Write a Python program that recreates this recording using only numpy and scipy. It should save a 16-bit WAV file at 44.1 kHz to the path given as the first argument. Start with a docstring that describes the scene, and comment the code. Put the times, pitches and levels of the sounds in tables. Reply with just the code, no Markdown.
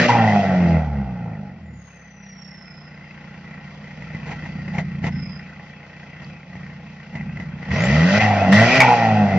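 """A four-cylinder turbodiesel drops from a rev to idle, then is revved twice, heard from behind.
Firing pulses sound the tailpipe as low tones and chop its gas noise into burble, rasp and hiss.
The block knocks at idle; the turbo whistle winds down, flares briefly and spools up.
Someone steps about on the paved drive, something ticks once, and the loudest blasts clip."""
import sys
import numpy as np
from scipy import signal
from scipy.fft import rfft, irfft
from scipy.io import wavfile
from scipy.ndimage import uniform_filter1d

SR = 44100
rng = np.random.default_rng(int(sys.argv[2]) if len(sys.argv) > 2 else 0)


def wav_out(sig):
    """Save sig, one row per channel (or a flat mono array), as 16-bit PCM at SR to the path in sys.argv[1]."""
    wavfile.write(sys.argv[1], SR, np.round(np.clip(np.atleast_2d(sig).T, -1, 1) * 32767).astype(np.int16))


N = 413658
T = np.arange(N) / SR


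def amp(db):
    """Decibels to gain."""
    return 10 ** (np.asarray(db) / 20)


def unit_rms(x):
    """Scales to rms 1."""
    return x / np.sqrt(np.mean(x ** 2) + 1e-20)


def at_hz(points, hz):
    """Interpolates a table on a log-frequency axis."""
    f, value = np.transpose(points)
    return np.interp(np.log(hz + 1), np.log(f + 1), value)


def curves(rows):
    """One sampled curve per column after time."""
    times, *columns = np.transpose(rows)
    return [np.interp(T, times, column) for column in columns]


def wander(hz):
    """Random drift, rms about 1."""
    knots = rng.standard_normal(int(T[-1] * 60) + 2)
    return np.interp(T * min(hz, 60), np.arange(len(knots)), knots) * np.sqrt(1.5)


def lowpass(x, hz):
    """Steep stereo band limit."""
    taps = signal.firwin(401, hz, window=("kaiser", 9), fs=SR)
    return signal.oaconvolve(x, taps[None], "same")


def resonate(x, hz, width_hz):
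    """Fixed or moving resonance, double pole for steep skirts; rms 1."""
    carrier = np.exp(2j * np.pi * np.cumsum(np.broadcast_to(hz, N)) / SR)
    r = np.exp(-np.pi * width_hz / SR)
    return unit_rms((carrier * signal.lfilter([1], [1, -2 * r, r * r], x / carrier)).real)


def patchy(x, depth_db):
    """Resonances come and go in random time-frequency patches; rms 1."""
    spectra = signal.stft(x, nperseg=512)[2]
    patches = uniform_filter1d(rng.standard_normal(spectra.shape[1:]), size=4, axis=0)
    patches = unit_rms(uniform_filter1d(patches, size=14, axis=1))
    return unit_rms(signal.istft(spectra * amp(depth_db * patches), nperseg=512)[1][:, :N])


# Pipe, body and paving resonances: (frequency [Hz], width [Hz], lift [dB])
MODES = [(481, 10, 7.5), (691, 56, 5), (827, 38, 10.5), (958, 18, 6.5), (1020, 12, -1), (1089, 5.8, 3.5),
         (1359, 41, 9), (1447, 19, 7), (1978, 160, -1), (2031, 240, 8), (2510, 5.7, 6.5), (2754, 54, 5),
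         (3620, 19, 8), (4900, 30, 9)]
# Channel likeness: (frequency [Hz], correlation [0..1])
COHERENCE = [(30, .95), (100, 1), (500, .97), (1000, .82), (2000, .9), (4000, .6), (7000, .65)]
# Channel phase: (frequency [Hz], left lead [rad])
LEFT_LEAD = [(0, 0), (860, -0.1), (1290, 0.7), (1810, -0.5), (2670, -0.5), (3190, -1.9), (3620, -5.8),
             (4820, -7.3), (5940, -13.9), (6200, -13.6), (6800, -15.9)]
# Channel balance: (frequency [Hz], left over right [dB])
BALANCE = [(60, -10.5), (92, -5), (140, -1), (220, -2), (330, 5.5), (510, -1), (780, -1), (1190, -2.5),
           (1830, 1.5), (2810, 5), (4300, -11), (6600, 4.5)]


def stereo(pair, spectrum):
    """Two noises, partly correlated, coloured by a spectrum and the resonances; rms 1."""
    hz = np.fft.rfftfreq(N, 1 / SR)
    coherence = np.clip(at_hz(COHERENCE, hz), 0, 1)
    pan = amp(at_hz(BALANCE, hz) / 2) * np.exp(.5j * at_hz(LEFT_LEAD, hz))
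    left = rfft(pair[0])
    right = coherence * left + np.sqrt(1 - coherence ** 2) * rfft(pair[1])
    lift_db = sum(db / (1 + (2 * (hz - f) / width) ** 2) for f, width, db in MODES)
    colour = amp(at_hz(spectrum, hz) + lift_db) * (hz > spectrum[0][0]) * (hz < spectrum[-1][0])
    return unit_rms(irfft(np.array([left * pan, right / pan]) * colour, N))


# High tick: (time [s], start pitch [Hz], end pitch [Hz], length [s], level [dB])
TICK = [(6.2435, 5190, 4050, 0.0055, -40)]


def tick():
    """A short falling chirp."""
    out = np.zeros(N)
    for start, start_hz, end_hz, length, db in TICK:
        progress = np.clip((T - start) / length, 0, 1)
        hz = start_hz + (end_hz - start_hz) * progress
        out += amp(db) * np.sin(np.pi * progress) * np.sin(2 * np.pi * np.cumsum(hz) / SR)
    return out


# Shoe landings: (time [s], relative click level [dB], thump level [dB])
FOOTFALLS = [(4.021, -19, -25), (4.1469, -17.5, -15), (4.3466, -29, -29), (4.4355, -21, -22),
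             (4.4637, -40, -28), (4.6785, -15.5, -19), (4.782, -6, -11.5), (5.0404, -11, -9.5),
             (5.0665, -10, -13), (6.2185, -18.5, -34), (6.553, -20.5, -22.5), (7.152, -14, -17.5),
             (7.209, -21, -38), (7.3698, -17, -23), (7.398, -13.5, -16), (7.6267, -16, -21)]
# Click spectrum: (frequency [Hz], relative density [dB])
GRIT_SPECTRUM = [(160, -53.5), (280, -5.5), (474, -13), (760, -12), (836, -30.5), (1250, -19), (1730, 2),
                 (2010, 20.5), (2630, -24.5), (3090, -14), (4520, -42), (5170, -7.5), (7050, -46.5),
                 (9160, -65.5), (15500, -120)]
# Sole drags: (time [s], length [s], level [dB])
DRAGS = [(4.255, 0.099, -33), (4.439, 0.047, -43), (4.729, 0.089, -34.5), (5.024, 0.074, -33.5),
         (7.104, 0.113, -47), (7.371, 0.088, -52)]
# Drag spectrum: (frequency [Hz], relative density [dB])
DRAG_SPECTRUM = [(160, -36.5), (280, -10), (701, -2), (882, -2.5), (1250, -14.5), (1980, -5.5),
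                 (3090, -15.5), (3690, -22.5), (7050, -25), (9160, -60.5), (15500, -120)]


def footsteps():
    """Shoes land with a thump under a gritty click; dragging soles give longer, duller bursts."""
    grit = stereo(rng.standard_normal((2, N)), GRIT_SPECTRUM)
    age = np.arange(4000) / SR
    attack = np.minimum(age / .002, 1)
    click = attack * (np.exp(-age / .0039) + .32 * np.exp(-age / .024))
    thump = attack * np.sin(2 * np.pi * 150 * age) * np.exp(-age / .0085)
    force, thumps, drag = np.zeros((3, N))
    for start, click_db, thump_db in FOOTFALLS:
        span = slice(round(start * SR), round(start * SR) + len(age))
        force[span] += amp(click_db - 14) * click
        thumps[span] += amp(thump_db) * thump
    for start, length, db in DRAGS:
        arch = np.sin(np.pi * np.clip((T - start) / length, 0, 1))
        drag += amp(db + 2 * wander(60)) * np.sqrt(arch + 1e-12)
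    scrape = (drag + .6 * force) * stereo(rng.standard_normal((2, N)), DRAG_SPECTRUM)
    thumps = signal.sosfilt(signal.butter(3, 65, "high", fs=SR, output="sos"), thumps)
    return force * grit + scrape + thumps


# Turbo whistle, three phases: (time [s], pitch [Hz], level [dB], left over right [dB])
TURBO_DOWN = [(1.5, 7730, -107, -5.5), (1.67, 7105, -71, -3), (1.83, 6535, -70, 26), (2.4, 5563, -48.5, -7),
              (2.75, 5190, -56.5, -17), (3.1, 4892, -73, -6), (3.78, 4760, -81, 15), (4.12, 4805, -74, 5),
              (4.51, 4630, -67, -10), (4.75, 4920, -65, -15)]
TURBO_FLARE = [(5.12, 5180, -61, -13), (5.21, 5100, -48.5, -18), (5.36, 5010, -54.5, -20),
               (5.44, 5100, -68, -12)]
TURBO_UP = [(7.7, 5020, -63, 0.0035), (7.736, 5240, -53, 0), (7.878, 7740, -37.5, 0), (7.9, 7646, -85, 0)]


def turbo(firings):
    """An airy whistle that dips once per firing as the pulse loads the wheel."""
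    throb = unit_rms(1 - .85 * np.exp(3 * (np.cos(2 * np.pi * firings + 2.25) - 1)))
    out = np.zeros((2, N))
    for rows, tone_share, width_hz in (TURBO_DOWN, .7, 120), (TURBO_FLARE, .5, 130), (TURBO_UP, .2, 350):
        hz, db, pan_db = curves(rows)
        gate = uniform_filter1d(1. * (T > rows[0][0]) * (T < rows[-1][0]), size=800)
        tone = np.sqrt(2) * np.sin(2 * np.pi * np.cumsum(hz) / SR)
        air = resonate(rng.standard_normal(N), hz, width_hz)
        whistle = np.sqrt(tone_share) * tone + np.sqrt(1 - tone_share) * air
        out += amp(db) * gate * throb * whistle * amp([pan_db / 2, -pan_db / 2])
    return out


def knock(impulses, firing_hz):
    """The block rings after each burn; stands out only at idle."""
    ring = resonate(impulses * amp(5 * wander(60)), 2040 + 120 * wander(30), width_hz=300)
    return .3 * ring * np.minimum(31 / firing_hz, 1) ** 4


# Gas blasts: (time [s], relative level [dB], ring [Hz], decay [s])
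THROTTLE_BLASTS = [(0.0954, -11, 1950, 0.027), (7.7064, -11, 2060, 0.0076), (7.7595, -15.5, 1970, 0.04),
                   (8.526, 2.5, 1930, 0.0074), (8.804, 5, 2275, 0.02)]


def blasts(rasp):
    """Sudden ringing bursts of gas as the throttle opens or shuts."""
    out = np.zeros((2, N))
    for start, db, ring_hz, decay in THROTTLE_BLASTS:
        burst = resonate(rng.standard_normal(N), ring_hz, width_hz=180) + .39 * rasp
        out += amp(db - 11.5) * (T > start) * np.exp(-abs(T - start) / decay) * burst
    return out


# Pedal presses: (open [s], shut [s], chuff [dB], burble jump [Hz], jump decay [s])
PEDAL = [(-.2, 0.087, 5, 288, 0.21), (7.702, 8.207, -3.5, 131, 0.38), (8.51, 8.804, 0.5, 225, 0.33)]
OPEN_S, SHUT_S, CHUFF_S, LULL_S = .016, .055, .093, .024
COAST_FROM_HZ, COAST_RAMP_HZ, SLOW_BELOW_HZ = 33.2, 18, 80


def throttle(firing_hz, shut_db):
    """Opening and gas settings: brighter under load, a lull then a chuff on shutting, dull coasting."""
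    opened, pressed, chuff_db, jump_hz, lull_db = np.zeros((5, N))
    for start, shut, db, up_hz, sink_s in PEDAL:
        since_shut = np.maximum(T - shut, 0)
        pressed += (T > start) * (T < shut)
        opened += np.clip((T - start) / OPEN_S, 0, 1) * np.exp(-since_shut / SHUT_S)
        chuff_db += db * (T > shut) * np.exp(-since_shut / CHUFF_S)
        lull_db -= 7 * np.sin(np.pi * np.clip((shut - T) / LULL_S, 0, 1))
        jump_hz += up_hz * (T > shut) * np.exp(-since_shut / sink_s)
    above_idle_hz, below_slow_hz = firing_hz - COAST_FROM_HZ, SLOW_BELOW_HZ - firing_hz
    coast = uniform_filter1d(1 - pressed, size=600) * np.clip(above_idle_hz / COAST_RAMP_HZ, 0, 1)
    slow_coast = coast * np.clip(below_slow_hz / 6, 0, 1)
    mid_speed = np.clip(np.minimum(above_idle_hz, below_slow_hz) / COAST_RAMP_HZ, 0, 1)
    base_db = shut_db + lull_db
    burble_db = base_db - 3 + 6 * (1 - coast) * opened + 10 * coast + 2 * mid_speed + chuff_db
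    # Higher mode when coasting slowly, lower under load.
    burble_hz = 641 + 139 * slow_coast + uniform_filter1d(jump_hz - 49 * pressed, size=600)
    rasp_db = base_db + 6 * opened
    hiss_db = rasp_db - 13 + 3.5 * opened - coast
    return opened, (burble_db, burble_hz, rasp_db, hiss_db)


def puffs(firings, steady=1, decay_cycles=.3, spread_db=2):
    """Gas leaves in one decaying puff per firing, each of its own strength."""
    strength = amp(spread_db * rng.standard_normal(2000))[firings.astype(int)]
    flow = steady + strength * np.exp(-(firings % 1) / decay_cycles)
    return unit_rms(uniform_filter1d(flow, size=180))


# Gas noise, low to high band: (frequency [Hz], relative density [dB])
BURBLE_SPECTRUM = [(140, -36.5), (240, -0.5), (306, -5), (329, -12.5), (534, -2.5), (593, -4.5),
                   (807, -8.5), (879, -7.5), (1000, -21.5), (1150, -16.5), (1500, -17.5), (2530, -120)]
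RASP_SPECTRUM = [(620, -24), (1050, -3), (1230, -6.5), (1470, -5), (1560, 1), (1680, -9), (1880, 4.5),
                 (1990, 0.5), (2230, -8), (2350, 0.5), (2440, -7.5), (2550, -0.5), (2860, -12),
                 (3010, -21.5), (3200, -8), (4160, -42), (7040, -120)]
HISS_SPECTRUM = [(1760, -46), (3000, 1), (3550, -3), (3720, -20), (3800, -5), (4240, -8), (4480, -8),
                 (4830, -6), (5260, -5), (5980, -11), (6330, -10), (6630, -12), (7050, -16), (9160, -56),
                 (15500, -120)]


def gas_noise(firings, firing_hz, burble_db, burble_hz, rasp_db, hiss_db):
    """Turbulent puffs with knock and blasts; at speed the gas also rings pipe modes."""
    noise = rng.standard_normal((8, N))
    impulses = np.diff(firings.astype(int), prepend=0)
    kicks = unit_rms(impulses * amp(3 * wander(60)))
    growl = .7 * kicks * np.clip((firing_hz - 40) / 30, 0, 1)  # gives the revs their pitch
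    broad = stereo(noise[:2] * puffs(firings) + growl, BURBLE_SPECTRUM)
    drive = noise[6] * puffs(firings, steady=.3, decay_cycles=.2, spread_db=3) + .6 * kicks
    mode = resonate(drive, burble_hz, width_hz=190)
    mode = np.array([mode, np.roll(mode, -3)])
    # The mode takes over as flow grows.
    mode_share = np.clip(np.maximum((burble_db + 40) / 26, (firing_hz - 35) / 90), 0, .8)
    burble = amp(burble_db) * (np.sqrt(1 - mode_share) * broad + np.sqrt(mode_share) * mode)
    block = knock(impulses, firing_hz)
    rasp = patchy(stereo(noise[2:4] * puffs(firings), RASP_SPECTRUM), depth_db=2.5) + block
    upper_mode = resonate(noise[7], 2380, width_hz=290) * np.clip((firing_hz - 112) / 22, 0, 1)
    mids = amp(rasp_db + .17 * wander(22)) * (rasp + .88 * upper_mode) + blasts(rasp)
    hiss_gain = amp(hiss_db + 1.2 * wander(20)) * puffs(firings, steady=2)
    return burble + mids + hiss_gain * stereo(noise[4:6], HISS_SPECTRUM)


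# Pipe response for the drone: (frequency [Hz], relative gain [dB])
DRONE_RESPONSE = [(24, -72.5), (40, -1), (70, 2.5), (95, -31.5), (113, -43.5), (135, 3.5), (172, -7.5),
                  (195, 2.5), (215, -7), (265, -39), (307, -24.5), (328, -20), (420, -37.5), (550, -63),
                  (920, -120)]
# Pipe rumble: (frequency [Hz], relative density [dB])
RUMBLE_SPECTRUM = [(15, -33.5), (30, -30.5), (60, -17.5), (150, 1.5), (260, -4)]
PIPE_HZ = 170
LEAD_ORDERS = (1, 1.5, 2, 3, 5)  # multiples of the firing rate


def pipe_drone(firings, firing_hz, level_db):
    """Wavering minor orders over rumble; both yield to the lead orders at speed."""
    drone, power = np.zeros((2, N))
    for order in np.arange(1, 15, .5):
        hz, is_half = order * firing_hz, order % 1 > 0
        gain = amp(at_hz(DRONE_RESPONSE, hz) - 10 * is_half) * (hz < DRONE_RESPONSE[-1][0])
        power += gain ** 2 / 2
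        if order not in LEAD_ORDERS:
            lag = 3 * np.arctan((hz - PIPE_HZ) / 40) + 1.1 * wander(7)  # the pipe rings on
            lag += is_half * 2 * np.pi * rng.random()
            drone += gain * amp(2.5 * wander(4)) * np.cos(2 * np.pi * order * firings - lag)
    octaves = np.log2(firing_hz / 30)
    rumble = amp(-9 - 2.1 * octaves) * stereo(rng.standard_normal((2, N)), RUMBLE_SPECTRUM)
    return amp(level_db - 5.14 * octaves) * (drone / np.sqrt(power) + rumble)


# Pipe and yard response for the lead orders: (frequency [Hz], gain [dB])
LEAD_RESPONSE = [(30.0, -37), (45.0, -14.5), (60.0, -11.5), (70.0, 0), (80.0, 1.5), (92.0, -8.5),
                 (100.0, -8.5), (107.0, 1.5), (119.0, -3.5), (130.0, -6.5), (145.0, 2), (160.0, 2.7),
                 (175.0, 3.5), (185.0, -0.8), (193.0, -4.5), (202.0, 1), (212.0, -4), (225.0, -4.5),
                 (240.0, -14.5), (265.0, -13.5), (300.0, -23), (350.0, -22.5), (500.0, -18), (650.0, -8)]
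# Brief dips and swells: (time [s], half width [s], first order [dB], higher orders [dB])
SWELLS = [(.06, 0.036, -18, 0.5), (.11, 0.024, 5, -19), (.44, 0.022, -1, -8.5), (.57, 0.016, -12, 2),
          (.9, .17, 7, -1), (1.0, 0.043, -1, 3), (1.061, .025, 3, -4.5), (1.18, 0.032, 0, -4.5),
          (1.42, 0.055, -3, -0.5), (1.57, .04, -4, -5), (1.8, 0.024, 0, 0), (7.74, 0.036, -3, 1.5),
          (7.8, .06, -8, -4), (8.07, .03, -7, 2), (8.21, 0.011, -13, -20), (8.49, 0.038, -15, 2.5),
          (8.381, 0.12, 1, -15), (8.53, 0.026, 0.5, 2.5), (8.62, 0.044, 4.5, -1.5),
          (8.735, 0.042, -20, 0.5), (8.79, 0.016, 8, 1), (8.87, 0.056, 2, -4), (8.97, .025, -5, -2),
          (9.3, 0.034, 0, -14)]
LEAD_DB, LEAD_OPEN_DB = (-4, -14, 1, 0, 1), (-1.5, -2, 1, 3, 1.5)  # per order: base, open-throttle lift


def tailpipe(firings, firing_hz, tone_db, opened):
    """Firing pulses sound the pipe as tones over a drone; unequal cylinders add weaker half orders."""
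    first_db, higher_db = sum(np.outer(dbs, np.exp(-((T - centre) / width) ** 2))
                              for centre, width, *dbs in SWELLS)
    out = pipe_drone(firings, firing_hz, tone_db + 8 + .5 * higher_db)
    for order, base_db, open_db in zip(LEAD_ORDERS, LEAD_DB, LEAD_OPEN_DB):
        hz = order * firing_hz
        swell_db = first_db if order == 1 else higher_db
        db = tone_db + base_db + open_db * opened + at_hz(LEAD_RESPONSE, hz) + swell_db
        lag = 2 * np.arctan((hz - PIPE_HZ) / 60)
        out += amp(db) * np.sqrt(2) * np.cos(2 * np.pi * order * firings - lag)
    return out * amp([[-.2], [.2]])


# Engine speed: (time [s], firing rate [Hz])
FIRING_RATE = [(0, 117.5), (.07, 120.8), (.18, 115.9), (.31, 104.7), (.5, 94.1), (.73, 82.1), (.94, 70.7),
               (1.17, 59.4), (1.54, 44.6), (1.77, 35.4), (2.27, 32.3), (2.8, 30), (3.92, 30.04),
               (4.05, 31.54), (4.8, 30.27), (5.12, 28.45), (5.3, 29.83), (7, 30.09), (7.3, 30.82),
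               (7.68, 30.2), (7.81, 56.1), (7.94, 74.7), (8.02, 82.5), (8.12, 98.8), (8.2, 108.4),
               (8.28, 104.8), (8.49, 93.9), (8.62, 112.9), (8.77, 133.3), (8.85, 125.1), (9.01, 114.7),
               (9.38, 93.9)]
# Overall loudness of low tones and rasp; drops suddenly near 0.8 s, swells at idle and with the revs:
# (time [s], tones [dB], shut-throttle rasp [dB])
LEVELS = [(0, -12, -23.5), (.3, -17, -28), (.76, -20, -35), (.84, -30, -42), (1.05, -26, -47.5),
          (1.3, -35, -49), (1.75, -45, -54.5), (1.9, -56.5, -51), (2.3, -53, -51), (2.8, -50, -48),
          (3.9, -46.5, -44), (4.1, -41, -42), (4.7, -36, -43), (4.95, -37, -45.5), (5.15, -33, -45),
          (5.3, -39, -45), (5.45, -46.5, -45.5), (5.8, -51, -46.5), (6.15, -48.5, -44.5),
          (6.3, -43.5, -45.5), (6.45, -52, -48), (6.58, -43, -45), (7.05, -50, -47), (7.2, -38, -45),
          (7.5, -38, -46.5), (7.66, -42, -40.5), (7.74, -24.5, -35.5), (7.95, -20, -29), (8.03, -19, -31),
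          (8.19, -17, -24.5), (8.3, -13.5, -25), (8.5, -9, -26.5), (8.58, -12.5, -23), (8.7, -11, -24),
          (8.8, -11, -21), (9, -21.5, -25.5), (9.2, -15, -29), (9.38, -11.5, -31)]


def scene():
    """Tailpipe, gas and turbo share one firing count; steps and tick lie on top."""
    firing_hz, = curves(FIRING_RATE)
    tone_db, shut_db = curves(LEVELS)
    firings = np.cumsum(firing_hz) / SR
    opened, gas_settings = throttle(firing_hz, shut_db)
    tones = tailpipe(firings, firing_hz, tone_db, opened)
    whistle = turbo(firings)
    gas = gas_noise(firings, firing_hz, *gas_settings)
    return tones + whistle + gas + footsteps() + tick()


def record(dry):
    """A narrow-band converter adds a faint mirror image; peaks clip softly; then a band limit."""
    band_hz, mirror_hz, knee, headroom = 7200, 16000, .56, .12
    x = signal.sosfilt(signal.butter(24, band_hz, fs=SR, output="sos"), dry)
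    x = x + amp(-17) * lowpass(x * np.cos(2 * np.pi * mirror_hz * T), hz=9780)
    excess = np.maximum(abs(x) - knee, 0)
    clipped = x - np.sign(x) * (excess - headroom * np.tanh(excess / headroom))
    return lowpass(clipped, hz=15800)


dry = scene()
out = record(dry)
wav_out(out)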